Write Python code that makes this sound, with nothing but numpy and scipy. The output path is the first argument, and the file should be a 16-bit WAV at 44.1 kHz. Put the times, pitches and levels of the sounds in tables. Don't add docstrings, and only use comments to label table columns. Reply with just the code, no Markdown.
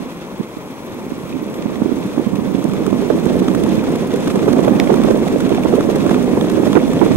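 import sys
import numpy as np
from scipy import signal
from scipy.io import wavfile
from scipy.ndimage import uniform_filter1d

SR = 44100
rng = np.random.default_rng(int(sys.argv[2]) if len(sys.argv) > 2 else 0)


def dump_mix(stems):
    frames = np.atleast_2d(stems).T
    limited = np.clip(frames, -1, 1)
    pcm = np.round(limited * 32767).astype(np.int16)
    wavfile.write(sys.argv[1], SR, pcm)


def rack_gain(trim_db):
    fader = np.asarray(trim_db, float)
    return 10 ** (fader / 20)


N = 315756
LAG = 5
SHAKING, HEADWIND = 1, 2


def evened(x):
    return x / np.sqrt(np.mean(x ** 2) + 1e-20)


def colour(x, points):
    hz, db = np.transpose(points)
    grid = np.abs(np.fft.fftfreq(8192, 1 / SR)) + 1
    octaves_out = np.maximum(np.log2(hz[0] / grid), 0) + np.maximum(np.log2(grid / hz[-1]), 0)
    gain_db = np.interp(np.log(grid), np.log(hz), db) - 15.4 * octaves_out
    log_gain = np.log(rack_gain(gain_db))
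    taps = np.fft.ifft(np.exp(np.conj(signal.hilbert(log_gain)))).real[:4096]
    return signal.oaconvolve(x, taps)[:len(x)]


def drift(ms):
    size = round(ms * SR / 1000)
    smooth = uniform_filter1d(rng.standard_normal(N), size)
    return evened(uniform_filter1d(smooth, size))


def hump(s, ms, flat):
    half = max(ms, 3) / 2000
    first = max(round((s - 3 * half) * SR), 0)
    last = min(round((s + 3 * half) * SR), N)
    at = np.arange(first, last)
    t = at / SR - s
    return at, t, np.exp(-np.log(2) / 2 * np.abs(t / half) ** flat)


def ports(shared, own, likeness, alike_hz):
    likeness = np.clip(likeness, 0, 1)
    band = signal.butter(1, alike_hz, "band", fs=SR, output="sos")
    mixed = likeness * shared + (np.sqrt(1 - likeness ** 2) - 1) * own
    return np.roll(shared, LAG), own + signal.sosfiltfilt(band, mixed)


def fuzz(hz, width_hz):
    r = np.exp(-np.pi * width_hz / SR)
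    noise = rng.standard_normal((2, N, 2)) @ [1, 1j]
    slow = signal.lfilter([1], [1, -r], signal.lfilter([1], [1, -r], noise))
    return evened((slow * np.exp(2j * np.pi * hz * np.arange(N) / SR)).real)


def struck(t, hz, t60, rise_s):
    return (1 - np.exp(-t / rise_s)) * rack_gain(-60 * t / t60) * np.sin(2 * np.pi * hz * t)


def by_chance(count):
    draws = rng.standard_normal((count, 4))
    places = np.arange(count) + .5 + np.tanh(draws[:, 0])
    return places * N / SR / (count + 1) + 0.06, draws[:, 1:].T


def flutters(rows, unsteady, flat):
    wobble, out, cover = np.tanh(drift(2.0)), np.zeros(N), np.zeros(N)
    for (s, db, ms, hz), start in zip(rows, rng.random(len(rows))):
        at, t, shape = hump(s, ms, flat)
        turns = start + np.cumsum(hz * (1 + unsteady * wobble[at])) / SR
        out[at] += rack_gain(db) * np.sqrt(2) * shape * np.sin(2 * np.pi * turns)
        cover[at] = np.maximum(cover[at], shape)
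    low_cut = signal.butter(2, 130, "high", fs=SR, output="sos")
    return signal.sosfilt(low_cut, out), cover


# (time [s], shaking from the stones [dB], steady wind at the right port [dB])
RIDE = [(0.0, -28.5, -21), (0.17, -30, -50), (0.67, -29, -48), (1.0, -28.5, -30.5), (1.5, -27, -23.5),
        (1.85, -25, -16.5), (2.16, -24, -22.5), (2.35, -26, -15.5), (2.6, -24, -15.5), (3.16, -20.5, -13),
        (3.7, -19.5, -11.5), (4.05, -20.5, -18.5), (4.6, -18, -9), (5.15, -17.5, -11), (5.26, -19.5, -13.5),
        (5.55, -18.5, -12), (6.95, -18, -13.5), (7.16, -16, -10.5)]


def ride_db(s, column):
    rows = np.array(RIDE)
    return np.interp(s, rows[:, 0], rows[:, column])


def ride(column):
    return rack_gain(ride_db(np.arange(N) / SR, column))


# (frequency [Hz], level [dB])
DRUM = [
    (25, -15),
    (58, -13),
    (240, 3),
    (524, -4),
    (775, -16),
    (1059, -22.5),
    (1338, -31.5),
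    (1692, -25),
    (2500, -30),
]
# (centre time [s], peak [dB], length [ms], thud pitch [Hz])
THUDS = [(2.057, -3.5, 5.7, 256), (2.44, -12, 9.0, 272), (2.731, -12, 8.8, 287), (3.152, 0, 6.3, 298),
         (3.412, -4, 9.4, 309), (3.486, -10, 11.5, 313), (3.542, -9, 7.5, 330), (3.74, -7, 9.9, 235),
         (3.898, -3.5, 5.2, 280), (4.276, -3.5, 10.0, 241), (4.369, -3.5, 8.8, 321), (4.442, -9, 6.7, 268),
         (4.484, -4, 16.8, 316), (4.574, 1.5, 6.2, 283), (4.602, -15, 2.6, 270), (4.921, -1.5, 16, 263.5),
         (5.093, -1, 7.7, 289), (5.343, -0.5, 10.6, 269), (5.737, -2, 7.6, 313), (6.397, -11, 18.5, 330),
         (6.507, -9, 8, 306), (6.893, -16, 6.4, 303)]


def tyres():
    def pushes():
        size = rack_gain(3.74 * np.minimum(rng.exponential(1, N), 5)) * rng.choice([-1., 1.], N)
        return evened(size * (rng.random(N) < 3500 / SR))
    thuds, cover = flutters(THUDS, unsteady=0.58, flat=0.88)
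    bumpy = evened(rack_gain(1.13 * drift(32))) * ride(SHAKING) * (1 - 0.28 * cover)
    left, right = ports(pushes(), pushes(), likeness=0.94, alike_hz=[120, 4000])
    drum = np.array([evened(colour(left, DRUM)), rack_gain(-1.0) * evened(colour(right, DRUM))]) * bumpy
    return drum + np.array([rack_gain(-9.5) * thuds, rack_gain(-13.0) * np.roll(thuds, -LAG)])


CHATTER_DB, CHATTER_SHARE = -26.5, 0.67


def chatter_level():
    return rack_gain(CHATTER_DB) * ride(SHAKING) ** CHATTER_SHARE


HUM_HZ, HUM_WIDTH_HZ, HUM_DB = 975, 530, -7


def tread():
    shared, own = fuzz(HUM_HZ, HUM_WIDTH_HZ)
    left, right = ports(shared, own, likeness=0.93, alike_hz=[300, 4000])
    level = rack_gain(HUM_DB + 1.0 * drift(2.1)) * chatter_level() ** 0.68
    return level * np.array([left, rack_gain(-4.5) * right])


ROLL_HZ, ROLL_WIDTH_HZ, ROLL_DB = 2317, 630, -50


def rolling():
    shared, own = fuzz(ROLL_HZ, ROLL_WIDTH_HZ)
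    return rack_gain(ROLL_DB) * np.array(ports(shared, own, likeness=0.84, alike_hz=[300, 7000]))


# (centre time [s], peak [dB], length [ms], flutter [Hz])
BUFFETS = [(0.404, -9.5, 14.0, 230), (1.355, -14.5, 30.4, 230), (1.922, -4.5, 10.0, 245),
           (1.981, -12, 11.0, 240), (2.272, -4.5, 11.6, 233), (2.337, -6.5, 10, 217), (2.39, -8, 14, 237),
           (2.588, -8, 11.4, 279), (3.106, -2.5, 9.8, 383), (3.421, -4, 7, 233), (3.51, -7.5, 14.7, 272),
           (3.784, -5.5, 11.8, 258), (4.146, -8, 12.2, 373), (4.486, -4.5, 14.5, 347),
           (4.591, -2, 10.6, 271), (4.679, -1.5, 9.7, 436), (4.901, -2.5, 11.5, 348),
           (4.94, -7.5, 17.7, 381.5), (5.047, -1, 9, 391), (5.109, -2.5, 10.5, 384),
           (5.151, -11, 24.3, 327), (5.658, -1.5, 10.7, 314), (5.738, -3, 12, 325),
           (5.787, -7.5, 13.5, 382), (6.334, -4, 8.6, 222), (6.581, -11, 24, 302), (6.768, 1.5, 27.2, 338),
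           (6.838, -7.5, 14, 260), (7.024, -0.5, 26.2, 316), (7.113, -2.5, 10.3, 279),
           (2.69, -11.5, 20.5, 193), (5.341, -4.5, 6, 303), (5.362, -7.5, 9.2, 390),
           (5.521, -4.5, 8.7, 347), (5.81, -14, 5.2, 307), (5.85, -9, 9, 377), (6.575, -10, 8, 262),
           (6.6, -4, 7, 277), (6.702, -7, 8.6, 283), (6.882, -8, 6, 324)]
# (centre time [s], peak [dB])
PUFFS = [(0.008, -13.5), (0.572, -14.5), (1.122, -8.5), (1.24, -16), (1.429, -12), (1.66, -5.5),
         (1.821, -1.5), (1.86, -3.5), (1.894, -9), (2.179, -3.5), (2.197, -3), (2.55, -3), (2.654, -3.5),
         (2.88, -3.5), (2.929, -3), (3.266, -1), (3.349, -13), (4.359, -2.5), (4.535, -1.5), (4.921, -0.2),
         (5.351, -11), (5.891, -2), (5.961, -4.5), (6.068, -2.5), (6.113, 0), (6.165, -2.5), (6.374, -4.5),
         (6.633, -2.5), (6.679, -2.5), (7.065, -1)]
PUFF_MS = 5.6
STRAYS, STRAY_DB, STRAY_SPREAD_DB, STRAY_MS = 140, -1.5, 1, 4.14
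FLUTTER_HZ, FLUTTER_HZ_PER_DB, FLUTTER_SPREAD = 426, 7.0, 0.21


def eddy_rows():
    stray_s, (size, length, _) = by_chance(STRAYS)
    puff_s, puff_db = np.transpose(PUFFS)
    s = np.r_[puff_s, stray_s]
    stray_db = ride_db(stray_s, HEADWIND) + STRAY_DB + STRAY_SPREAD_DB * np.tanh(size)
    db = np.r_[puff_db, stray_db]
    ms = np.r_[np.full(len(PUFFS), PUFF_MS), STRAY_MS * np.exp(0.3 * length)]
    spread = np.r_[np.zeros(len(PUFFS)), FLUTTER_SPREAD * np.tanh(rng.standard_normal(STRAYS))]
    hz = (FLUTTER_HZ + FLUTTER_HZ_PER_DB * ride_db(s, SHAKING)) * (1 + spread)
    return BUFFETS + list(zip(s, db, ms, hz))


# (frequency [Hz], level [dB])
WIND = [
    (25, -21.5),
    (87, -19.5),
    (119, -16.5),
    (190, -0.1),
    (240, 1),
    (355, -4.5),
    (775, -24.5),
    (1238, -60),
    (2500, -56),
]
# (lower edge [Hz], upper edge [Hz])
TEAR_HZ = [425, 1016]


def wind():
    gusts = evened(rack_gain(1.3 * np.tanh(drift(2.9)))) * ride(HEADWIND)
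    lumpy = rng.standard_normal(N) * rack_gain(0.29 * drift(7.0))
    steady = evened(colour(lumpy, WIND)) * gusts * rack_gain(-1.17)
    eddies, cover = flutters(eddy_rows(), unsteady=0.412, flat=4.8)
    band = signal.butter(3, TEAR_HZ, "band", fs=SR, output="sos")
    tearing = evened(signal.sosfilt(band, rng.standard_normal(N)))
    swing = np.abs(uniform_filter1d(np.abs(eddies), 130))
    torn = rack_gain(8.5) * gusts ** 3.78 + rack_gain(-8.5) * swing ** 2.63
    right = steady * (1 - 0.37 * cover) + rack_gain(-1.5) * eddies + torn * tearing
    breaks = cracks()
    return np.array([rack_gain(-22.0) * np.roll(breaks, LAG), right + breaks])


# (centre time [s], length [ms], heavy parts [dB], light parts [dB])
JOLTS = [(1.332, 10, -6, -10), (1.543, 3.3, 2, 3), (1.624, 4.6, 9, -6), (2.358, 7.1, 5, 0),
         (2.642, 4.1, -1, 12), (2.737, 6, 3, 4), (2.866, 4.3, 4, 12), (3.257, 5.1, -1, 3),
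         (3.397, 11, 4, -4), (3.483, 7.3, 5, -1), (3.552, 7.7, 4, 3), (3.638, 6.6, 5, 2),
         (3.959, 7.3, 5, 3), (4.14, 5, 5, 3), (4.162, 4, 0, 7), (4.279, 7.6, 8, 4), (4.31, 19, 2, -2),
         (4.531, 6.5, 7, 4), (4.65, 6.5, -1, -3), (4.942, 6, 2, -3), (5.037, 4.4, -7, 3), (5.11, 4.2, 9, 2),
         (5.281, 7.9, 7, 2), (5.407, 8, 7, 1), (5.905, 22, 4, -5), (5.961, 7.5, 7, 5), (6.115, 17, 4, -5),
         (6.5, 6.1, 8, 2), (6.663, 32, 3, -4), (5.55, 5.4, -2, -2), (6.935, 5.7, 2, 3)]
RATTLES, RATTLE_MS, RATTLE_DB, RATTLE_SPREAD_DB, RATTLE_SHARE = 80, 6.0, 4.0, 3.0, .5


def jolt_rows():
    s, draws = by_chance(RATTLES)
    length, heavy, light = np.tanh(draws)
    db = RATTLE_DB + RATTLE_SHARE * ride_db(s, SHAKING)
    heavy_db = db + RATTLE_SPREAD_DB * heavy
    light_db = db + 0.4 + RATTLE_SPREAD_DB * light
    return JOLTS + list(zip(s, RATTLE_MS * np.exp(0.16 * length), heavy_db, light_db))


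# (frequency [Hz], level [dB])
PORT_LEFT = [(1460, 3.5), (1900, -22), (2600, -3), (3000, -7), (3480, 0.5), (4100, -8.5), (4750, -14.5),
             (6150, -5.5), (7100, -12.5), (8100, -11.5), (9400, -14), (10900, -16.5), (12000, -20),
             (15600, -25.5)]
# (frequency [Hz], level [dB])
PORT_RIGHT = [(1460, 2), (2400, 0), (2950, -3.5), (3350, -2.5), (4300, -5), (4750, -8.5), (5500, -7),
              (6500, -11.5), (7800, -10.5), (8500, -14), (9100, -11), (10700, -13.5), (13200, -17),
              (15600, -23)]
LIGHT_SHARE = .62


def chatter():
    power = rack_gain(1.9 * np.array([drift(16), drift(16)])) ** 2
    for s, ms, heavy_db, light_db in jolt_rows():
        at, t, shape = hump(s, ms, flat=24.0)
        power[:, at] += (rack_gain(np.array([[heavy_db], [light_db + 11.5]])) * shape) ** 2

    def ticks():
        size = rack_gain(3.5 * np.minimum(rng.exponential(1, N), 3)) * (rng.random(N) < 900 / SR)
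        ring = np.exp(-np.arange(200) / 13.0)
        puffs = signal.oaconvolve(size, ring)[:N] * rng.standard_normal(N)
        return evened(.55 * evened(puffs) + rng.standard_normal(N))
    both = np.array(ports(ticks(), ticks(), likeness=0.62, alike_hz=[300, 7000]))
    heavy = signal.sosfiltfilt(signal.butter(2, 6800, fs=SR, output="sos"), both)
    light = rack_gain(1.0) * (both - heavy)
    shaken = heavy * np.sqrt(power[0]) + light * np.sqrt(power[1]) ** LIGHT_SHARE
    left, right = rack_gain(12.0) * chatter_level() * shaken
    return np.array([colour(left, PORT_LEFT), colour(right, PORT_RIGHT)])


PAWL_HZ, PAWL_WIDTH_HZ, PAWL_DB, PAWL_PER_S = 11700, 1100, -55.5, 330


def freewheel():
    size = rack_gain(2.5 * rng.standard_normal(N)) * (rng.random(N) < PAWL_PER_S / SR)
    gate = signal.oaconvolve(size, np.hanning(260))[:N]
    return rack_gain(PAWL_DB) * evened(gate) * fuzz(PAWL_HZ, PAWL_WIDTH_HZ)


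WHINE_HZ, WHINE_WIDTH_HZ = 15714, 110
WHINE_DB = [
    [-70],
    [-60],
]
HISS_DB = [
    [-77],
    [-67],
]


def whine():
    hiss = rack_gain(np.array(HISS_DB)) * rng.standard_normal((2, N))
    return rack_gain(np.array(WHINE_DB)) * fuzz(WHINE_HZ, WHINE_WIDTH_HZ) + hiss


# (time [s], peak [dB], pitch [Hz])
KNOCKS = [(1.3265, -28, 2520), (1.6234, -27.5, 2360), (1.7566, -28, 2030), (2.027, -29, 2510),
          (2.3537, -34, 2740), (2.5503, -28, 2590), (2.7204, -30, 2510), (2.7663, -27.5, 2090),
          (2.9279, -33, 2400), (3.5191, -37, 2030), (3.549, -35, 2120), (3.6358, -29, 3170),
          (3.7685, -32, 2560), (3.7929, -26, 2440), (3.8398, -33, 2290), (3.9561, -30, 2030),
          (4.1377, -34, 3320), (4.2753, -28, 2880), (4.3926, -26, 2000), (4.426, -32, 2050),
          (4.4564, -37, 2080), (4.5906, -30, 2500), (4.6465, -25, 2020), (4.7513, -41, 3440),
          (4.8737, -20, 2230), (4.9396, -34, 2490), (5.0822, -39, 2100), (5.1057, -34, 2510),
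          (5.2314, -26, 2050), (5.2808, -33, 2130), (5.4748, -32, 2370), (5.5247, -22, 2610),
          (5.5467, -24, 2400), (5.5756, -24, 2480), (5.635, -24, 2410), (5.9483, -25, 2050),
          (6.0051, -26, 2440), (6.0914, -33, 2130), (6.1099, -27, 2200), (6.1438, -23, 2340),
          (6.2142, -28, 2120), (6.3414, -32, 2440), (6.4112, -19, 3360), (6.4446, -34, 2550),
          (6.6721, -24, 2000), (6.731, -23, 3300), (6.7534, -18, 2440), (6.8008, -25, 2260),
          (6.8472, -33, 2530), (6.9335, -36, 2540), (6.9919, -24, 3380), (7.0193, -28, 2260),
          (7.0622, -27, 2390), (7.1081, -27, 2190)]
# (frequency [Hz], level [dB], decay t60 [s])
KNOCK_MODES = [
    (2360, -15, 0.014),
    (3490, -9, 0.018),
]


def knocks():
    out, t = np.zeros(N + 2000), np.arange(2000) / SR
    for (s, db, hz), (a, b, c) in zip(KNOCKS, rng.standard_normal((len(KNOCKS), 3))):
        ring = struck(t, hz, t60=0.0099, rise_s=0.00063)
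        for (mode_hz, mode_db, t60), chance in zip(KNOCK_MODES, (a, b)):
            tube = struck(t, mode_hz * (1 + 0.039 * c), t60, rise_s=0.00048)
            ring = ring + rack_gain(mode_db + 2.6 * np.tanh(chance)) * tube
        out[round(s * SR):][:len(t)] += rack_gain(db + 3.0) * ring
    return np.array([np.roll(out[:N], LAG), rack_gain(6.0) * out[:N]])


SNAP_S = 4.79965
# (time [s], peak [dB])
TICKS = [(1.5405, -34.5), (1.6236, -38), (2.356, -35), (2.6259, -37), (2.6399, -40), (2.696, -32),
         (2.7344, -33), (2.865, -29), (2.9294, -34), (3.256, -36), (3.3742, -44), (3.393, -34),
         (3.483, -25.5), (3.5493, -31), (3.6611, -33), (3.7703, -33), (3.8392, -32), (3.953, -33),
         (4.119, -43), (4.1583, -32), (4.2735, -29), (4.3005, -30), (4.357, -25), (4.3919, -32),
         (4.425, -34), (4.4603, -33), (4.4837, -27), (4.5291, -31), (4.5905, -32), (4.646, -33),
         (4.681, -25), (4.799, -12), (4.9408, -26.5), (4.971, -31), (5.0165, -32), (5.035, -28),
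         (5.0858, -29), (5.1087, -29), (5.2265, -33), (5.2797, -33), (5.4031, -31), (5.465, -33),
         (5.4927, -25.5), (5.547, -31), (5.7555, -33.5), (5.8077, -26), (5.8606, -40), (5.9486, -36),
         (6.0013, -32), (6.0636, -28), (6.094, -25.5), (6.144, -26), (6.411, -29), (6.4457, -31),
         (6.499, -33), (6.617, -41), (6.656, -35), (6.7301, -25.5), (6.9331, -28.5), (7.0609, -30)]
TICK_DECAY_MS, TICK_DB = 3.5, 10
TICK_BODY_DB = -4.0


def ticking():
    apart = [row for row in TICKS if abs(row[0] - SNAP_S) > .005]
    s, db = np.transpose(apart)
    train = np.zeros(N)
    train[np.round(s * SR).astype(int)] = rack_gain(db + TICK_DB)
    decay = np.exp(-np.arange(900) / SR * 1000 / TICK_DECAY_MS)
    gate = signal.oaconvolve(train, decay)[:N]
    left, right = ports(*rng.standard_normal((2, N)), likeness=1.0, alike_hz=[300, 7000]) * gate
    body = rack_gain(TICK_BODY_DB) * gate * fuzz(1.2 * HUM_HZ, HUM_WIDTH_HZ)[0]
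    return np.array([colour(left, PORT_LEFT) + np.roll(body, LAG), colour(right, PORT_RIGHT) + body])


# (time [s], peak [dB], centre frequency [Hz])
CRACKS = [(1.661, -20, 643), (1.82, -25, 840), (2.194, -21, 815), (2.268, -17, 597), (2.926, -9, 600),
          (3.1, -4, 613), (3.178, -11, 625), (3.302, -10.5, 637), (3.356, -13, 620), (3.481, -12, 644),
          (3.547, -11, 620), (3.885, -12, 680), (4.032, -16, 610), (4.28, -10.5, 640), (4.433, -17, 620),
          (4.478, -4, 604), (4.518, -13, 620), (4.534, -7, 600), (4.556, -14, 694), (4.569, -7, 676),
          (4.59, -6, 605), (4.64, -14, 646), (4.675, -21, 670), (4.803, -10.5, 720), (4.827, -19, 736),
          (4.871, -6, 620), (4.904, -7, 734), (5.0, -9, 606), (5.085, -4, 620), (5.151, -17, 610),
          (5.173, -11, 634), (5.267, -9.5, 700), (5.36, -27, 622), (5.505, -8, 645), (5.552, -21, 880),
          (5.581, -7.5, 725), (5.726, -7, 696), (5.78, -7, 610), (5.901, -7, 640), (6.052, -7, 596),
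          (6.111, -4, 680), (6.179, -15, 790), (6.214, -12, 625), (6.371, -16, 953), (6.498, -24, 646),
          (6.57, -29, 1000), (6.581, -6.5, 580), (6.63, -20, 686), (6.648, -16, 640), (6.666, -5, 604),
          (6.732, -14, 630), (6.752, -6, 635), (6.814, -11, 630), (7.014, -6, 950), (7.113, -12, 624)]


def cracks():
    out, t = np.zeros(N + 2000), np.arange(2000) / SR
    sides = np.sign(rng.standard_normal(len(CRACKS)))
    for (s, db, hz), side in zip(CRACKS, sides):
        swing = struck(t, hz, t60=0.022, rise_s=0.0014)
        swing = swing + 0.2 * struck(t, 1.6 * hz, t60=0.012, rise_s=0.00023)
        out[round(s * SR):][:len(t)] += side * rack_gain(db + 7.0) * swing
    return out[:N]


# (frequency [Hz], left level [dB], right level [dB], decay t60 [s])
SNAP = [
    (1820, -17, -10, 0.011),
    (2250, -13, 2, 0.0055),
    (3650, -7, -13, 0.005),
    (5300, -14, -10, 0.004),
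    (7200, -20, -11, 0.004),
    (9400, -23, -17, 0.004),
    (11800, -26, -21, 0.005),
    (13500, -22, -22, 0.004),
]


def snap():
    t, out = np.arange(1500) / SR, np.zeros((2, N))
    ring = np.zeros((2, len(t)))
    for k, (hz, left_db, right_db, t60) in enumerate(SNAP):
        level = rack_gain(np.array([[left_db], [right_db]]) - 60 * t / t60)
        ring += (-1) ** k * level * np.sin(2 * np.pi * hz * t)
    ring *= 1 - np.exp(-t / 0.000045)
    for port, late in enumerate([1, 0]):
        out[port, round(SNAP_S * SR) + late:][:len(t)] = ring[port]
    return out


def scene():
    road = tyres() + tread() + rolling()
    parts = chatter() + freewheel() + knocks() + ticking() + snap()
    return road + wind() + parts + whine()


def band_limit(x):
    return signal.sosfilt(signal.butter(12, 16450, fs=SR, output="sos"), x)


def record(dry):
    ceiling, knee = 0.995, 7.0
    held = dry / (1 + np.abs(dry / ceiling) ** knee) ** (1 / knee)
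    low_pass = signal.firwin(1023, 15790, window=("kaiser", 9), fs=SR)
    limited = signal.oaconvolve(held, low_pass[None], "same")
    return band_limit(np.clip(limited, -1, 1))


dry = scene()
out = record(dry)
dump_mix(out)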